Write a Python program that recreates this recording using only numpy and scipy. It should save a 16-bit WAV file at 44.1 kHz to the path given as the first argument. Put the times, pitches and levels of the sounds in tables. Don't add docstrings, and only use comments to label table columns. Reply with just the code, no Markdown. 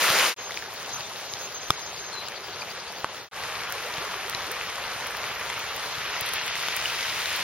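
import sys
import numpy as np
from scipy import signal
from scipy.fft import rfft, irfft, dct, next_fast_len
from scipy.io import wavfile
from scipy.ndimage import uniform_filter1d

SR = 44100
rng = np.random.default_rng(int(sys.argv[2]) if len(sys.argv) > 2 else 0)


def to_wav(s):
    ch = np.atleast_2d(s).T
    pcm = np.round(np.clip(ch, -1, 1) * 32767)
    wavfile.write(sys.argv[1], SR, pcm.astype(np.int16))


def level_to_linear(level):
    exponent = np.asarray(level, float) / 20
    return 10 ** exponent


N = 327654
PADDED = next_fast_len(N)
HZ = np.maximum(np.fft.rfftfreq(PADDED, 1 / SR), 1)
TIME = np.arange(N) / SR


def rms_one(x):
    return x / np.sqrt(np.mean(x ** 2) + 1e-20)


def at_hz(points, hz):
    table_hz, values = np.transpose(points)
    return np.interp(np.log(hz), np.log(table_hz), values)


def drift(rate_hz, size):
    points = rng.standard_normal(int(size / SR * 400) + 2)
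    r = np.exp(-2 * np.pi * rate_hz / 400)
    slow = rms_one(signal.lfilter([1], [1, -2 * r, r * r], points))
    return np.interp(np.arange(size) / SR * 400, np.arange(len(slow)), slow)


def ring(push, hz, t60_s):
    r = level_to_linear(-60 / (t60_s * SR))
    w = 2 * np.pi * hz / SR
    return signal.lfilter([0, np.sin(w)], [1, -2 * r * np.cos(w), r * r], push + 1e-18)


def add(track, start_s, sound):
    i = round(start_s * SR)
    track[..., i:i + sound.shape[-1]] += sound[..., :N - i]


# frequency in Hz, left-right likeness 0-1.
PORT_LIKENESS = [(60, 1), (290, 0.87), (640, 0.96), (1400, 1), (3100, .75), (6800, 0.36), (15000, 0.3)]
# frequency in Hz, left lead in radians.
PORT_LEAD = [(60, 1), (1200, -0.33), (2500, -0.5), (4390, -1.64), (5770, -2.5), (7240, -4.5), (16000, -4.5)]
# frequency in Hz, left minus right in dB.
PORT_TILT = [(60, 0), (110, 1.5), (200, 0.5), (380, 1), (700, 1), (1290, 0), (2380, 1), (4400, 3.0),
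             (8120, -0.5), (15000, 0.5)]


def ports(common, apart, off_centre):
    hz = np.maximum(np.fft.rfftfreq(len(common), 1 / SR), 1)
    alike = np.clip(at_hz(PORT_LIKENESS, hz), 0, 1)
    left = rfft(common)
    turned = left * np.exp(-1j * off_centre * at_hz(PORT_LEAD, hz))
    right = alike * turned + np.sqrt(1 - alike ** 2) * rfft(apart)
    half = level_to_linear(at_hz(PORT_TILT, hz) / 2)
    return np.array([left * half, right / half]), hz


def clicks(per_s, spread_db, size):
    born = rng.random(size) < per_s / SR
    strength = level_to_linear(spread_db * np.minimum(rng.exponential(1, size), 4))
    return rms_one(born * strength * rng.choice([-1, 1], size))


def bubbles(per_s, size, cycles=11.0):
    born = clicks(per_s, 4.8, size)
    dealt = rng.integers(0, 24, size)
    total = np.zeros(size)
    for k, hz in enumerate(np.geomspace(300, 15000, 24)):
        total += ring(born * (dealt == k), hz, cycles / hz) * hz
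    return rms_one(total)


# frequency in Hz, level in dB per Hz.
WHEEL_COLOUR = [(24, -56), (40, -41), (127, -21.5), (278, -18.5), (523, -6.5), (763, -9.5), (1090, -5),
                (2140, -5), (6830, -13), (7950, -19), (9010, -16), (14900, -20), (16500, -39)]
SHEET_COLOUR = [(24, -55), (40, -18), (104, -8), (286, -15), (387, -6.5), (824, -5), (1190, -5.5),
                (2130, -8.5), (4000, -9.5), (6400, -12.5), (7400, -20), (9000, -21), (12800, -24),
                (16500, -19.5)]
STREAM_COLOUR = [(24, -41), (40, -11), (113, -8), (286, -15), (470, -4.5), (708, -4.5), (1160, -1.5),
                 (2330, -2), (3820, -5.5), (6300, -10.5), (7400, -16.5), (9000, -16.5), (12500, -17.5),
                 (16500, -25)]
# patchiness in dB, bubbles per s, bubble share 0-1, rain ticks per s, tick level over rush in dB,
# off-centre 0-1.
WATER_TEXTURE = [
    (1, 2500, 0.2, 270, -16., 0.42),
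    (1.37, 1200, 0.17, 40, -14., .9),
    (0.95, 2500, 0.24, 60, -15., 0.82),
]
# time in seconds, gain in dB.
WATER_NEARNESS = [
    [(0, -0.5), (.1, 1.7), (.23, 0.4), (.29, -3)],
    [(.45, 1.5), (1.1, 2.5), (1.8, 0.5), (2.2, -1), (2.6, -1), (3.2, -1.5)],
    [(3.4, -3.5), (3.55, -2.5), (4.3, -1.5), (5.2, -2.5), (5.8, -.5), (6.1, 1), (6.45, 3.), (7.43, 3.5)],
]
# rush level in dB, then the share of nearness gain taken by rumble, rush, fizz, spray.
WATER_FOLLOW = [
    (-28., .8, 1.15, 0.59, .7),
    (-42., -0.29, .1, .05, 0.96),
    (-37.5, -0.012, -0.16, 1.17, .8),
]


def water(nearness, follow, colour, span_s, texture):
    start, stop = int(span_s[0] * SR), min(int(span_s[1] * SR), N)
    size = next_fast_len(stop - start)
    patchy_db, bubbles_per_s, share, ticks_per_s, tick_db, off_centre = texture
    share = np.clip(share, 0, 1)
    sources = []
    for port in range(2):
        hiss = np.sqrt(1 - share) * rng.standard_normal(size)
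        foam = np.sqrt(share) * bubbles(bubbles_per_s, size)
        ticks = level_to_linear(tick_db) * clicks(ticks_per_s, 1.6, size)
        sources.append(hiss + foam + ticks)
    pair, hz = ports(*sources, off_centre)
    pair = pair * level_to_linear(at_hz(colour, hz))
    pair = pair / np.std(irfft(pair * ((hz > 300) & (hz < 1500)), size))
    near_db = np.interp(TIME[start] + np.arange(size) / SR, *np.transpose(nearness))
    rush_db, *shares = follow
    together = drift(5.0, size)
    out = np.zeros((2, size))
    for octave in np.arange(4.5, 14.6, .5):
        band = np.cos(np.pi * np.clip(np.log2(hz) - octave, -.5, .5)) ** 2
        swing_db = near_db * np.interp(octave, np.log2([150, 900, 2800, 8000]), shares)
        flicker_db = patchy_db * (0.42 * together + drift(12.0, size))
        out += level_to_linear(rush_db + swing_db + flicker_db) * irfft(pair * band, size)
    track = np.zeros((2, N))
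    add(track, start / SR, out)
    return track


# time in seconds, peak level in dB.
BODY_BUMPS = [
    (0.101, -32),
    (0.999, -45),
    (1.338, -46),
    (1.705, -28),
    (3.981, -35),
    (4.347, -41),
    (4.959, -48),
    (5.567, -45),
    (5.979, -39),
    (6.217, -37),
]


def body_bumps():
    push = np.zeros(N)
    for s, peak_db in BODY_BUMPS:
        push[round(s * SR)] = level_to_linear(peak_db)
    grip = ring(push, 114, 0.03) + level_to_linear(0.5) * ring(push, 146, 0.046)
    return signal.lfilter(*signal.butter(2, 45, "high", fs=SR), grip)


# start in seconds, length in seconds, start pitch in Hz, level in dB.
PIPER_NOTES = [(.375, 0.12, 6480, -45), (.54, .05, 6330, -47), (.92, 0.056, 6260, -40),
               (1.0, 0.087, 6300, -53), (1.29, 0.068, 6480, -49), (1.39, 0.091, 6530, -45.5),
               (1.54, 0.054, 6400, -42), (1.6, 0.13, 6350, -48), (1.71, .05, 6400, -51),
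               (1.76, .16, 6430, -47), (1.92, .05, 6380, -51), (1.97, 0.14, 6420, -47.5),
               (2.12, .08, 6380, -56)]
# start in seconds, length in seconds, start pitch in Hz, level in dB.
WARBLER_NOTES = [
    (1.02, .06, 3920, -48),
    (2.118, .115, 4455, -42),
]


def bird(notes, sag_hz, sag_s, flutter_db, waver_hz):
    out = np.zeros(N)
    waver = waver_hz * drift(61.0, N)
    flutter = flutter_db * drift(50.0, N)
    for s, length_s, hz, level_db in notes:
        t = np.arange(int(length_s * SR)) / SR
        now = slice(round(s * SR), round(s * SR) + len(t))
        edge = np.clip(np.minimum(t, length_s - t) / .011, 0, 1)
        pitch = hz - sag_hz * (1 - np.exp(-t / sag_s)) + waver[now]
        tone = np.sin(2 * np.pi * np.cumsum(pitch) / SR)
        out[now] += edge * level_to_linear(level_db + 6.0 + flutter[now]) * tone
    return out


# time in seconds, peak level in dB, pitch in Hz.
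PLAIN_DROPS = [(.4938, -33, 1540), (.5082, -23, 2050), (.5202, -20, 3680), (0.5425, -21, 3620),
               (0.5734, -18.5, 2400), (.624, -24.5, 1640), (.7791, -33, 3750), (1.337, -19.5, 5000),
               (1.3698, -25, 3260), (1.942, -32, 3200), (2.0418, -33, 1580), (2.1296, -23, 4260),
               (2.3203, -27.5, 1760), (3.146, -29, 3250), (3.1814, -26, 2580), (3.4364, -27, 1920),
               (3.4994, -26, 2380), (3.782, -22, 2400), (3.9824, -23, 2400), (4.2968, -19, 4600),
               (5.241, -22, 2300), (5.5004, -20.5, 2010), (6.101, -27, 1670), (6.2892, -18, 3000),
               (6.3344, -21, 2790), (6.4794, -17.5, 2270), (6.5546, -21, 1990), (6.8994, -20, 2670)]
# time in seconds, peak level in dB, pitch in Hz, cycles rung, crack level in dB.
SLAPS_AND_PLINKS = [
    (2.285, -26.5, 1500, 7.3, 6.5),
    (2.62, -29, 2370, 56, -15),
    (3.0447, -6, 1120, 4.3, -19),
    (3.7234, -28, 5500, 8., 4),
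    (3.9395, -23.5, 4000, 13, -2.5),
    (6.8563, -17.5, 2870, 55., -8),
    (7.258, -22.5, 3500, 10., 5.5),
    (4.3484, -14.5, 4000, 25, -5.5),
    (6.685, -16, 1090, 4., -1),
]


def drops():
    out, t = np.zeros(N), np.arange(900) / SR
    plain_cycles, plain_crack_db = 15., -6.
    snap_s = .00006
    snap = level_to_linear(-2.5) * np.gradient(np.exp(-(t / snap_s - 3) ** 2)) * snap_s * SR
    rows = SLAPS_AND_PLINKS + [(*drop, plain_cycles, plain_crack_db) for drop in PLAIN_DROPS]
    for s, peak_db, hz, cycles, crack_db in rows:
        decay = level_to_linear(-60 * t * hz / cycles)
        tone = -np.sin(2 * np.pi * hz * t * (1 + 5.0 * t)) * decay * (1 - np.exp(-t / .0003))
        splash = rng.standard_normal(900) * np.exp(-t / 0.00098)
        crack = np.gradient(ring(splash, max(hz, 3000), 0.00081))
        crack = crack / np.abs(crack).max() + snap
        add(out, s, level_to_linear(peak_db + 5.0) * (tone + level_to_linear(crack_db) * crack))
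    return out


# time in seconds, peak level in dB, left-over-right pan in dB.
SPRAY_SPITS = [(0.7384, -33.5, 0), (0.9456, -35, -5), (1.0975, -39, -8), (2.9227, -36, -2), (3.7, -35, -8),
               (3.7237, -24, -2), (4.0474, -35, -4), (4.165, -33, 0.0), (4.297, -25.5, 4),
               (4.516, -23.5, -8), (5.071, -30.5, -6), (5.1103, -32, 2), (5.1696, -37, -9),
               (5.5922, -34, -9), (5.7636, -28, 6), (6.2097, -20, 5), (6.2616, -25, -6),
               (6.2904, -24.5, -4.5), (6.337, -19.5, -2), (6.4645, -26.5, -1), (6.765, -19.5, 1),
               (7.363, -28, -9)]


def spits():
    out, t = np.zeros((2, N)), np.arange(600) / SR
    for s, peak_db, pan_db in SPRAY_SPITS:
        gain = level_to_linear(peak_db + 5.5 + pan_db * np.array([[.5], [-.5]]))
        add(out, s, gain * rng.standard_normal((2, 600)) * np.exp(-t / 0.0013))
    return signal.sosfilt(signal.butter(3, 8000, "high", fs=SR, output="sos"), out + 1e-18)


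# time in seconds, pitch in Hz, level in dB.
CHATTER_PUFFS = [(1.39, 4600, -48), (1.45, 3980, -52), (1.51, 4000, -53), (1.66, 4500, -50),
                 (1.83, 4950, -41), (1.98, 4950, -42), (2.27, 4900, -40), (2.37, 4360, -39),
                 (2.45, 4900, -42), (2.54, 4600, -43), (2.62, 4630, -39), (2.71, 4700, -40),
                 (2.8, 4700, -43), (2.89, 4500, -40), (2.98, 4700, -43)]


def chatter():
    out, swell = np.zeros(N), np.hanning(2200)
    for s, hz, level_db in CHATTER_PUFFS:
        throat = ring(ring(rng.standard_normal(2200), hz, .003), hz, .003)
        add(out, s - .025, level_to_linear(level_db) * swell * rms_one(throat))
    return out


# frequency in Hz, level in dB, t60 in seconds.
HOUSING_MODES = [(406, -19.5, 0.021), (1260, 0.3, 0.012), (2400, -14, 0.01), (3480, -12.5, 0.0064),
                 (5500, -12, 0.0025), (8600, -23, 0.0026), (11500, -30, .002), (14500, -23, .002)]


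def housing_knock():
    out, t = np.zeros((2, N)), np.arange(1500) / SR
    for hz, level_db, t60_s in HOUSING_MODES:
        rattle = rng.standard_normal((2, 1500)) * np.exp(-(t / 0.0017) ** 2)
        rattle *= 0.26 * min(hz / 3500, 1) ** 2
        hit = 0.52 * (t == t[8])
        add(out, 1.7046, level_to_linear(level_db) * ring(rattle + hit, hz, t60_s))
    return out


# start in seconds, length in seconds, start pitch in Hz, end pitch in Hz, peak in dB.
DRAIN_GULPS = [
    (3.83, .07, 370, 870, -35),
    (4.0, 0.0547, 287, 640, -36),
    (4.065, 0.023, 400, 440, -36),
    (4.15, 0.024, 384, 430, -36.5),
    (4.478, 0.054, 280, 590, -37.5),
    (4.25, 0.033, 373, 440, -36.5),
    (2.77, 0.031, 487, 570, -38),
]


def gulps():
    out = np.zeros(N)
    for s, length_s, low_hz, high_hz, peak_db in DRAIN_GULPS:
        part = np.arange(int(length_s * SR)) / (length_s * SR)
        pitch = low_hz * (high_hz / low_hz) ** part
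        tone = np.sin(2 * np.pi * np.cumsum(pitch) / SR)
        add(out, s, level_to_linear(peak_db - 3.5) * np.sin(np.pi * part) * tone)
    return out


# from time in seconds, threshold in spreads.
BAND_SCARCITY = [(0, -2.5), (.36, .35), (3.31, -.1), (5.93, 1.0), (6.29, 1.6), (6.55, 0), (6.76, -2.2)]
# frequency in Hz, added threshold in spreads.
BAND_THRESHOLD = [(5600, -30), (6000, -3.5), (6500, -1.8), (7000, -.2), (7500, .9), (7900, 2.4), (8400, .1),
                  (9300, -.8), (12700, -1.1), (14000, .1), (15600, .4), (16000, 1), (16200, 7)]
# frequency in Hz, ratio for the sum, ratio for the difference.
ROUNDING_STEP = [(300, .05, .4), (700, .1, 1.3), (1200, .15, 1.8), (2200, .2, 1.2), (3500, .25, .65),
                 (5800, .45, .6), (7000, 1.0, 1.2), (16000, 1.1, 1.2)]


def coarse_bands(x):
    frames, lead = N // 1024 + 2, 1024 - 506
    window = np.sin(np.pi * (np.arange(2048) + .5) / 2048)
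    padded = np.pad([x[0] + x[1], x[0] - x[1]], ((0, 0), (lead, 3072)))
    index = 1024 * np.arange(frames)[:, None] + np.arange(2048)
    a, b, c, d = np.split(padded[:, index] * window, 4, axis=2)
    folded = np.concatenate([-c[..., ::-1] - d, a - b[..., ::-1]], axis=2)
    lines = dct(folded, type=4, norm="ortho").reshape(2, frames, 64, 16)
    band_db = 10 * np.log10(np.mean(lines ** 2, axis=3) + 1e-20)
    usual_db = uniform_filter1d(band_db, size=7, axis=1)
    hz, s = (np.arange(64) + .5) * SR / 128, index[:, 506] / SR

    step_hz, *ratios = np.transpose(ROUNDING_STEP)
    ratio = np.array([np.interp(hz, step_hz, r) for r in ratios])
    steps = (level_to_linear(usual_db) * ratio[:, None])[..., None]
    lines = steps * np.round(lines / steps)

    luck = uniform_filter1d(rng.standard_normal((frames, 64)), size=2, axis=0)
    luck = uniform_filter1d(luck, size=2, axis=1)
    luck = rms_one(luck + .25 * rng.standard_normal((frames, 1)))
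    luck = luck + (band_db - usual_db)[0] / 3.5
    since_s, scarcity = np.transpose(BAND_SCARCITY)
    threshold = scarcity[np.searchsorted(since_s, s) - 1, None] + at_hz(BAND_THRESHOLD, hz)
    kept = luck > threshold
    lines *= np.array([kept, kept | (hz < 16100)])[..., None]

    first, second = np.split(dct(lines.reshape(2, frames, 1024), type=4, norm="ortho"), 2, axis=2)
    unfolded = np.concatenate([second, -second[..., ::-1], -first[..., ::-1], -first], axis=2) * window
    out = np.zeros_like(padded)
    for k in range(frames):
        out[:, index[k]] += unfolded[:, k]
    total, difference = out[:, lead:][:, :N]
    return np.array([total + difference, total - difference]) / 2


def scene():
    colours = (WHEEL_COLOUR, SHEET_COLOUR, STREAM_COLOUR)
    spans_s = [(0, .35), (.35, 3.3), (3.3, 7.5)]
    shots = zip(WATER_NEARNESS, WATER_FOLLOW, colours, spans_s, WATER_TEXTURE)
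    flood = sum(water(*shot) for shot in shots)
    piper = bird(PIPER_NOTES, sag_hz=130., sag_s=.05, flutter_db=2.5, waver_hz=50.)
    warbler = bird(WARBLER_NOTES, sag_hz=467.0, sag_s=0.027, flutter_db=2.5, waver_hz=45.)
    points = np.pad(piper + warbler + drops() + chatter() + gulps(), (0, PADDED - N))
    pair, _ = ports(points, np.roll(points, 2), .9)
    return flood + irfft(pair, PADDED)[:, :N] + body_bumps() + spits() + housing_knock()


def low_pass(x):
    return signal.sosfilt(signal.butter(12, 16810, fs=SR, output="sos"), x)


# fade-in start, full, fade-out start, silent, all in seconds.
SHOT_FADES = [
    (-.1, -.05, .285, .343),
    (0.363, 0.398, 3.205, 3.287),
    (3.313, 3.373, 8.0, 8.1),
]


def record(dry):
    ramps = sum(np.interp(TIME, fade, [0, 1, 1, 0]) for fade in SHOT_FADES)
    fades = (ramps > 0) * (0.093 + 0.92 * ramps)
    gap_hz, gap_width_hz, gap_db, low_cut_hz = 7850, 290, -19.5, 20.0
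    gap = level_to_linear(gap_db * np.exp(-((HZ - gap_hz) / gap_width_hz) ** 2))
    low_cut = HZ ** 2 / (HZ ** 2 + low_cut_hz ** 2)
    filtered = np.clip(irfft(rfft(dry, PADDED) * gap * low_cut, PADDED)[:, :N], -1, 1)
    floor = 2e-5 * rng.standard_normal((2, N)) * (ramps < .2)
    return low_pass(coarse_bands(filtered) * fades + floor)


dry = scene()
out = record(dry)
to_wav(out)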